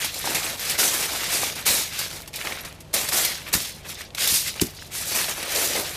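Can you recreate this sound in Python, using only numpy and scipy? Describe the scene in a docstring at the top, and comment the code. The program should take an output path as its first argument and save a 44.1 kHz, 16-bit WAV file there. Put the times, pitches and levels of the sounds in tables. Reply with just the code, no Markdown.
"""Outdoors, at a plastic table: gloved hands fold and press a sheet of aluminium foil around food.
Each press drives random damped pings (creases, facets, flexing sheet) and their diffuse shimmer.
Collapsing folds are noise sprays, snapping facets ringing cracks, single creases clicks, squeaks narrow noise.
The parcel bumps the table top, a bank of damped modes; a far machine hums in sines over rumbling noise."""
import sys
import numpy as np
from scipy import signal
from scipy.fft import rfft, irfft, next_fast_len
from scipy.io import wavfile
from scipy.ndimage import uniform_filter1d, map_coordinates

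SR = 44100
rng = np.random.default_rng(int(sys.argv[2]) if len(sys.argv) > 2 else 0)


def int16_out(signal):
    """Quantize to a 16-bit WAV file."""
    q = np.round(np.clip(np.atleast_2d(signal).T, -1, 1) * 32767)
    wavfile.write(sys.argv[1], SR, q.astype(np.int16))


N = 262836  # samples

# hand presses or folds the foil, then lets it settle: start_s, rise_s, hold_s, release_db_per_s, level_db,
# slack_db (sheet flexing over creases), share_db (facets over their usual share)
PRESSES = [(0, 0.0023, 0.037, 160, -31, -3.5, 2.5), (.095, .06, .065, 170, -34, -7, -0.5),
           (.228, .035, 0.052, 148, -30.5, -2, .5), (0.349, .01, 0.028, 170, -30, -6, -1),
           (0.41, 0.021, .065, 130, -32.5, -4.5, 0), (.568, 0.055, .11, 150, -32, -7.5, 0.5),
           (0.776, .017, .075, 155, -20.5, -10.5, -1), (0.91, 0.031, 0.091, 103, -27, -7, 0),
           (1.08, 0.053, 0.2, 140, -32.5, -6, 0.5), (1.296, 0.039, 0.019, 120, -24, -9.5, -1),
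           (1.385, 0.038, 0.045, 170, -30, -5.5, 1.5), (1.548, .009, 0.029, 182, -36, -4.5, 0),
           (1.652, .012, 0.13, 168, -23.5, -12, -1), (1.883, .1, .065, 148, -35, -9, 1.5),
           (2.09, 0.029, 0.047, 160, -39.5, -4, -3), (2.326, 0.023, 0.052, 150, -38.5, -6, -1.5),
           (2.433, 0.016, 0.08, 122, -37.5, 2, -.5), (2.634, 0.017, 0.031, 205, -46.5, 0.5, -.5),
           (2.929, 0.015, .021, 76.5, -25.5, -8.5, -1.5), (3.108, .04, 0.036, 130, -21.5, -9.5, 0.5),
           (3.213, .023, .068, 130, -33, -9, 2.5), (3.43, .05, .005, 170, -45, -1, 2),
           (3.526, 0.0071, .011, 193, -21.5, -11.5, -3.5), (3.593, 0.026, .016, 122, -33, -24, -1.5),
           (3.84, .025, .004, 350, -48, 8, 5), (3.866, 0.036, .004, 260, -36, -12.5, 0.5),
           (3.96, 0.046, .006, 338, -39.5, -5.5, 0.5), (4.165, 0.06, 0.028, 143, -24.5, -13, 2),
           (4.265, 0.047, 0.059, 173, -20.5, -21.5, -1), (4.44, 0.034, 0.0046, 330, -29, -18, 1.5),
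           (4.525, 0.037, .025, 250, -46, -3, -1), (4.605, 0.0072, 0.0079, 200, -29.5, -14, -5),
           (4.728, .019, 0.12, 180, -49, -21, -3), (4.906, 0.042, 0.069, 162, -32, -12.5, -3.5),
           (5.018, .07, .041, 150, -30.5, -8, -1), (5.12, 0.041, .054, 140, -25, -8.5, -.5),
           (5.281, 0.0086, 0.0098, 220, -29, -6, -1.5), (5.338, 0.037, 0.074, 150, -37.5, -2.5, 0),
           (5.439, .14, 0.063, 80, -24, -8, -.5), (5.689, 0.083, .02, 170, -30, -0.5, 1),
           (5.813, 0.023, .11, 150, -37.5, -8.5, -1.5)]
# squeezed parcel sounds hollow: time_s, share_of_flexing (0-1)
HOLLOW = [(5.3, 0), (5.55, 0.36), (5.8, 0.6), (5.96, 0.02)]
# foil colour: freq_hz, relative_density_db
FOIL = [(120, -9), (200, 2), (258, -4.5), (293, -2.5), (378, -2.5), (596, 0), (1010, -3), (1400, -4.5),
        (1540, -3.5), (2290, 1.5), (3010, -2.5), (3890, 0.5), (10800, -2), (13600, -3), (15500, -18)]
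# outdoor rumble colour: freq_hz, relative_density_db
YARD = [(15, -18), (35, -5), (60, -4), (160, 2), (260, -6.5), (700, -8), (1500, -20), (3000, -19.5),
        (13000, -32), (16000, -52)]
# distant machine partials: freq_hz, mean_peak_db
HUM = [(46.3, -55), (68.5, -53), (91.4, -50.5), (149, -53)]
# fold gives way in a run of buckles: start_s, level_db, t60_s, tilt_db_per_octave (on top of a base tilt)
FOLDS = [(0.044, -21.5, 0.13, -2), (0.142, -28, 0.06, 0.5), (0.3461, -18.5, 0.15, -2),
         (0.6973, -20.5, 0.17, 0), (0.7886, -22, 0.13, 11), (1.6632, -18, 0.46, -1),
         (1.99, -20.5, 0.098, -0.5), (2.2756, -31.5, 0.061, -2), (2.331, -35.5, 0.045, -5),
         (2.358, -26, 0.07, 1), (2.649, -30.5, 0.1, -4.5), (2.804, -38.5, 0.08, 0), (2.9392, -16, 0.11, 1),
         (3.087, -19, 0.08, -1), (3.248, -16, 0.1, 0.5), (3.537, -13, 0.083, -1), (4.1474, -28, 0.065, -2),
         (4.274, -13.5, 0.05, 2.5), (4.5602, -29, 0.033, -5), (4.6137, -12, 0.042, 0),
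         (5.4275, -22.5, 0.039, -2.5)]
# foil rubs on foil: start_s, level_db, pitch_hz
SQUEAKS = [(0.183, -31, 11280), (0.438, -27.5, 8500), (.59, -33, 13000), (2.604, -36, 12000)]
# one facet snaps over: start_s, level_db, pitch_hz
SNAPS = [(0.243, -27, 700), (0.274, -22, 805), (0.465, -25.5, 2450), (1.433, -24.5, 746), (2.39, -29, 1917),
         (2.413, -25.5, 2200), (2.472, -19.5, 2030), (2.523, -26, 2300), (2.574, -33.5, 1500),
         (3.05, -25, 1130), (3.123, -23, 1800), (3.126, -24, 650), (4.009, -34, 1900), (4.105, -40, 3530),
         (4.149, -28, 3950), (4.182, -19.5, 2260), (4.258, -20, 3820), (4.597, -18.5, 2870),
         (4.788, -38.5, 1940), (4.823, -33.5, 1705), (5.282, -27, 1730)]
# table is bumped: start_s, level_db, dullness_hz (modes above it weaken)
BUMPS = [(1.695, -22, 130), (3.546, -19, 189), (3.566, -23, 166), (4.318, -25, 150), (4.342, -27, 150),
         (4.616, -13, 467), (4.641, -26, 480), (4.67, -35.5, 400)]
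# table-top modes: freq_hz, level_db (before dulling), t60_s
TABLE_MODES = [(63.6, -8, 0.092), (106, -4, 0.05), (181.4, -5, 0.11), (231, -10.5, 0.16), (292, -2, 0.082),
               (369, 0.5, 0.061), (430, -9.5, 0.11)]
# stereo width: freq_hz, side_minus_mid_db
WIDTH = [(60, -23.5), (600, -21.5), (2500, -52.5), (12000, -41.5)]

TOP_HZ = 15500  # band limit
REST_DB, REST_SLACK_DB = -75, 13  # the foil never lies quite still
FIRM_DB = -22  # a firm press
FACET_DB, FACET_GROWTH = -25, 0.67  # facet level at a firm press; facet dB per crease dB
BROAD_SLACK_DB, BROAD_RANGE_DB = -4, 8  # slack at which half the facet power is broad; softness of the change
PARCEL_HZ, PARCEL_HALF_WIDTH_HZ = 518, 230
TICKS_PER_S = 45
TICK_DB, TICK_GROWTH, TICK_SPREAD_DB = -7.5, 0.68, 9  # offset, tick dB per rustle dB, range of sizes
SQUEAK_S, SQUEAK_HALF_WIDTH_HZ = 0.019, 550
SNAP_T60_S = 0.015  # of the crack


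def amp(db):
    """Decibels to gain."""
    return 10 ** (np.asarray(db) / 20)


def unit(x):
    """x at rms 1."""
    return x / np.sqrt(np.mean(x ** 2) + 1e-20)


def along(points, hz):
    """(Hz, value) points read on a log axis."""
    f, v = np.transpose(points)
    return np.interp(np.log(hz + 1), np.log(f + 1), v)


def curves(rows):
    """One value per sample for each column after the time."""
    s, *cols = np.transpose(rows)
    return [np.interp(np.arange(N) / SR, s, col) for col in cols]


def fade(t, t60_s):
    """Exponential decay, 60 dB in t60_s."""
    return np.exp(-np.log(1000) * t / max(t60_s, 1e-3))


def wobble(knots_per_s):
    """Smooth random curve through normal knots."""
    knots = rng.standard_normal(int(N * knots_per_s / SR) + 4)
    return map_coordinates(knots, [np.arange(N) * knots_per_s / SR])


def filtered(x, response):
    """x times a response of frequency."""
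    n = x.shape[-1]
    m = next_fast_len(n + 8192)
    return irfft(rfft(x, m) * response(np.fft.rfftfreq(m, 1 / SR)), m)[..., :n]


def add(track, s, sound):
    """Mix a sound into the track at time s."""
    part = track[max(round(s * SR), 0):][:len(sound)]
    part += sound[:len(part)]


def effort():
    """Press powers add over a rest level: dB of fine creases, larger facets and flexing sheet."""
    t = np.arange(0, N, 32) / SR
    start, rise, hold, release, level_db, slack_db, share_db = np.transpose(PRESSES)[:, :, None]
    swell = np.clip((t - start) / np.maximum(rise, 1e-3), 0, 1)
    release_s = np.maximum(t - start - rise - hold, 0)
    presses = swell * amp(level_db - release * release_s)

    def total_db(gains, rest_db):
        return 10 * np.log10((gains ** 2).sum(axis=0) + amp(rest_db) ** 2)

    fine_db = total_db(presses, REST_DB)
    extra_db = total_db(presses * amp(share_db), REST_DB) - fine_db
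    facet_db = FACET_DB + FACET_GROWTH * (fine_db - FIRM_DB) + extra_db
    flex_db = total_db(presses * amp(slack_db), REST_DB + REST_SLACK_DB)
    return curves(np.transpose([t, fine_db, facet_db, flex_db]))


def buckles(rate, low_hz, high_hz, cycles, scatter_db, busy, size=256):
    """Tiny buckles at rms 1: damped pings of random pitch and size; busy (0-1) is the share of rate that occurs."""
    chance = rng.random((int(rate * N / SR), 4))
    start = (chance[:, :1] * N).astype(int)
    hz = low_hz + (high_hz - low_hz) * chance[:, 1:2]
    strength = amp(-scatter_db * np.log(np.maximum(chance[:, 2:3], .02)))
    occurs = (chance[:, 3:] < busy[start]) / np.sqrt(busy[start])  # mean power stays even
    turns = hz * np.arange(size) / SR
    ping = np.sin(2 * np.pi * turns) * np.exp(-turns / cycles)
    pings = occurs * strength * np.sqrt(hz) * ping
    samples = start + np.arange(size)
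    return unit(np.bincount(samples.ravel(), pings.ravel(), N)[:N])


def shimmer(x, t60_s):
    """Energy lingers in countless modes: noise under the smeared energy of x, as strong as x."""
    decay = fade(np.arange(SR // 5) / SR, t60_s) ** 2
    energy = signal.fftconvolve(x ** 2, decay / decay.sum())[:N]
    return np.sqrt(np.abs(energy)) * rng.standard_normal(N)


def glinting(x, patchy_db, size=1024):
    """Facets ring briefly at changing pitches: random gains over time and frequency."""
    z = signal.stft(x, nperseg=size)[2]
    field = uniform_filter1d(rng.standard_normal(z.shape), size=5, axis=0)
    field = uniform_filter1d(field, size=3, axis=1)
    return signal.istft(z * amp(patchy_db * unit(field)), nperseg=size)[1][:N]


def voiced(grains, low_hz, high_hz, ring_db, t60_s):
    """Buckles and their shimmer in one band of the foil's colour, at rms 1."""
    def response(hz):
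        band = 1 / np.sqrt((1 + (low_hz / (hz + 1)) ** 10) * (1 + (hz / high_hz) ** 10))
        return band * amp(along(FOIL, hz))

    direct = unit(filtered(grains, response))
    ring = unit(filtered(glinting(shimmer(grains, t60_s), patchy_db=2.5), response))
    return unit(direct + amp(ring_db) * ring)


def crinkling():
    """Small creases tick high and often; larger facets crackle lower; the sheet crumples softly."""
    fine_db, facet_db, flex_db = effort()
    # tight foil buckles in narrow, higher facets
    broad = 1 / (1 + np.exp((BROAD_SLACK_DB - (flex_db - fine_db)) / BROAD_RANGE_DB))
    hollow = np.clip(curves(HOLLOW)[0], 0, 1)
    busy = np.clip(amp(.8 * (fine_db - FIRM_DB)), .06, 1)  # harder work buckles more creases at once
    clumps_db = 0.59 * wobble(70)

    fine = buckles(rate=4000, low_hz=4800, high_hz=16900, cycles=0.99, scatter_db=0.0, busy=busy)
    narrow = buckles(rate=1300, low_hz=2550, high_hz=6500, cycles=0.53, scatter_db=3.5, busy=busy)
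    wide = buckles(rate=600, low_hz=1200, high_hz=3320, cycles=1.5, scatter_db=2.0, busy=busy)
    flex = buckles(rate=700, low_hz=215, high_hz=1660, cycles=0.96, scatter_db=3.0, busy=busy, size=1024)

    creases = voiced(fine, 5340, 21600, ring_db=12.0, t60_s=0.068)
    broad_facets = voiced(wide, 1220, 3360, ring_db=10.5, t60_s=0.26)
    narrow_facets = voiced(narrow, 2800, 5770, ring_db=8, t60_s=0.23)
    facets = np.sqrt(broad) * broad_facets + np.sqrt(1 - broad) * narrow_facets

    def resonance(hz):
        return 1 / (1 + ((hz - PARCEL_HZ) / PARCEL_HALF_WIDTH_HZ) ** 4)

    parcel = unit(filtered(shimmer(flex, t60_s=0.12), resonance))
    open_sheet = voiced(flex, 228, 1860, ring_db=3.0, t60_s=0.69)
    sheet = np.sqrt(1 - hollow) * open_sheet + np.sqrt(hollow) * parcel
    return amp(clumps_db) * (amp(fine_db) * creases + amp(facet_db) * facets + amp(flex_db) * sheet)


def yard():
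    """Steady outdoor rumble and the slightly unsteady hum of a distant machine."""
    t = np.arange(N) / SR
    air = unit(filtered(rng.standard_normal(N), lambda hz: amp(along(YARD, hz))))
    hum = np.zeros(N)
    for hz, db in HUM:
        level = amp(db + 0.69 * wobble(5.6))
        hum += level * np.sin(2 * np.pi * hz * t + 0.72 * wobble(5.2))
    return amp(-47.0) * air + hum


def ticks():
    """Single creases click, decaying bandpassed noise, clearest where the rustle is gentle."""
    fine_db, facet_db, _ = effort()
    out, t = np.zeros(N), np.arange(SR // 50) / SR
    for when, size, colour, life in rng.random((int(TICKS_PER_S * N / SR), 4)):
        at = int(when * N)
        rustle_db = (fine_db[at] + facet_db[at]) / 2
        hz = 1500 * 5 ** colour
        crease = signal.butter(1, [hz / 2, min(2 * hz, TOP_HZ)], "bandpass", fs=SR)
        noise = unit(signal.lfilter(*crease, rng.standard_normal(len(t))))
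        click = noise * fade(t, .004 + .008 * life)
        level_db = TICK_DB + TICK_GROWTH * rustle_db + TICK_SPREAD_DB * size ** 2
        add(out, at / SR, amp(level_db) * click)
    return out


def folds():
    """Each collapsing fold is a sudden spray of buckles that dies away: decaying foil-coloured noise."""
    out, t = np.zeros(N), np.arange(SR // 4) / SR
    for s, db, t60_s, tilt_db in FOLDS:
        def response(hz):
            tilt = (tilt_db + 2.5) * np.log2((hz + 300) / 6000)
            return amp(along(FOIL, hz) + tilt)

        spray = unit(filtered(rng.uniform(-1, 1, len(t)), response))
        onset = 1 - np.exp(-t / 0.00067)
        add(out, s, amp(db) * spray * fade(t, t60_s) * onset)
    return out


def squeaks():
    """Brief narrow whistles where two layers slide: resonant noise under a smooth swell."""
    out, swell = np.zeros(N), np.hanning(int(SQUEAK_S * SR))
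    for s, db, pitch_hz in SQUEAKS:
        def response(hz):
            return 1 / (1 + ((hz - pitch_hz) / SQUEAK_HALF_WIDTH_HZ) ** 2)

        whistle = unit(filtered(rng.standard_normal(SR // 8), response))
        add(out, s, amp(db) * whistle[:len(swell)] * swell)
    return out


def snaps():
    """A facet flips with a crack, rings for a few cycles and stirs the sheet around it."""
    out, t = np.zeros(N), np.arange(SR // 10) / SR
    for s, db, hz in SNAPS:
        facet = signal.butter(2, [.5 * hz, min(1.6 * hz, SR / 3)], "bandpass", fs=SR)
        crack = unit(signal.lfilter(*facet, rng.standard_normal(len(t))))
        ring = np.sin(2 * np.pi * hz * t) * fade(t, 0.61 * SNAP_T60_S)
        crack_fade = fade(t, SNAP_T60_S) + .08 * fade(t, .08)  # slow part: stirred sheet
        onset = 1 - np.exp(-t / .0002)
        add(out, s, amp(db) * (2.2 * ring + crack * crack_fade) * onset)
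    return out


def bumps():
    """The hollow table top thuds in damped modes; a softer contact weakens the higher ones."""
    out, t = np.zeros(N), np.arange(SR // 3) / SR
    onset = 1 - np.exp(-t / 0.00052)
    for s, db, dull_hz in BUMPS:
        thud = np.zeros(len(t))
        for k, (hz, level_db, t60_s) in enumerate(TABLE_MODES):
            gain = (-1) ** k * amp(level_db) / np.hypot(1, (hz / dull_hz) ** 2)
            thud += gain * np.sin(2 * np.pi * hz * t) * fade(t, t60_s)
        add(out, s, amp(db) * thud * onset)
    return out


def scene():
    """Everything lies straight ahead; a faint quarter-turned side makes left and right differ in phase."""
    mid = crinkling() + yard() + ticks() + folds() + squeaks() + snaps() + bumps()
    side = filtered(mid, lambda hz: 1j * amp(along(WIDTH, hz)))
    return np.array([mid + side, mid - side])


def record(dry):
    """Low-pass: a 500 Hz wide linear slope centred on TOP_HZ."""
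    return filtered(dry, lambda hz: np.clip((TOP_HZ + 250 - hz) / 500, 0, 1))


dry = scene()
out = record(dry)
int16_out(out)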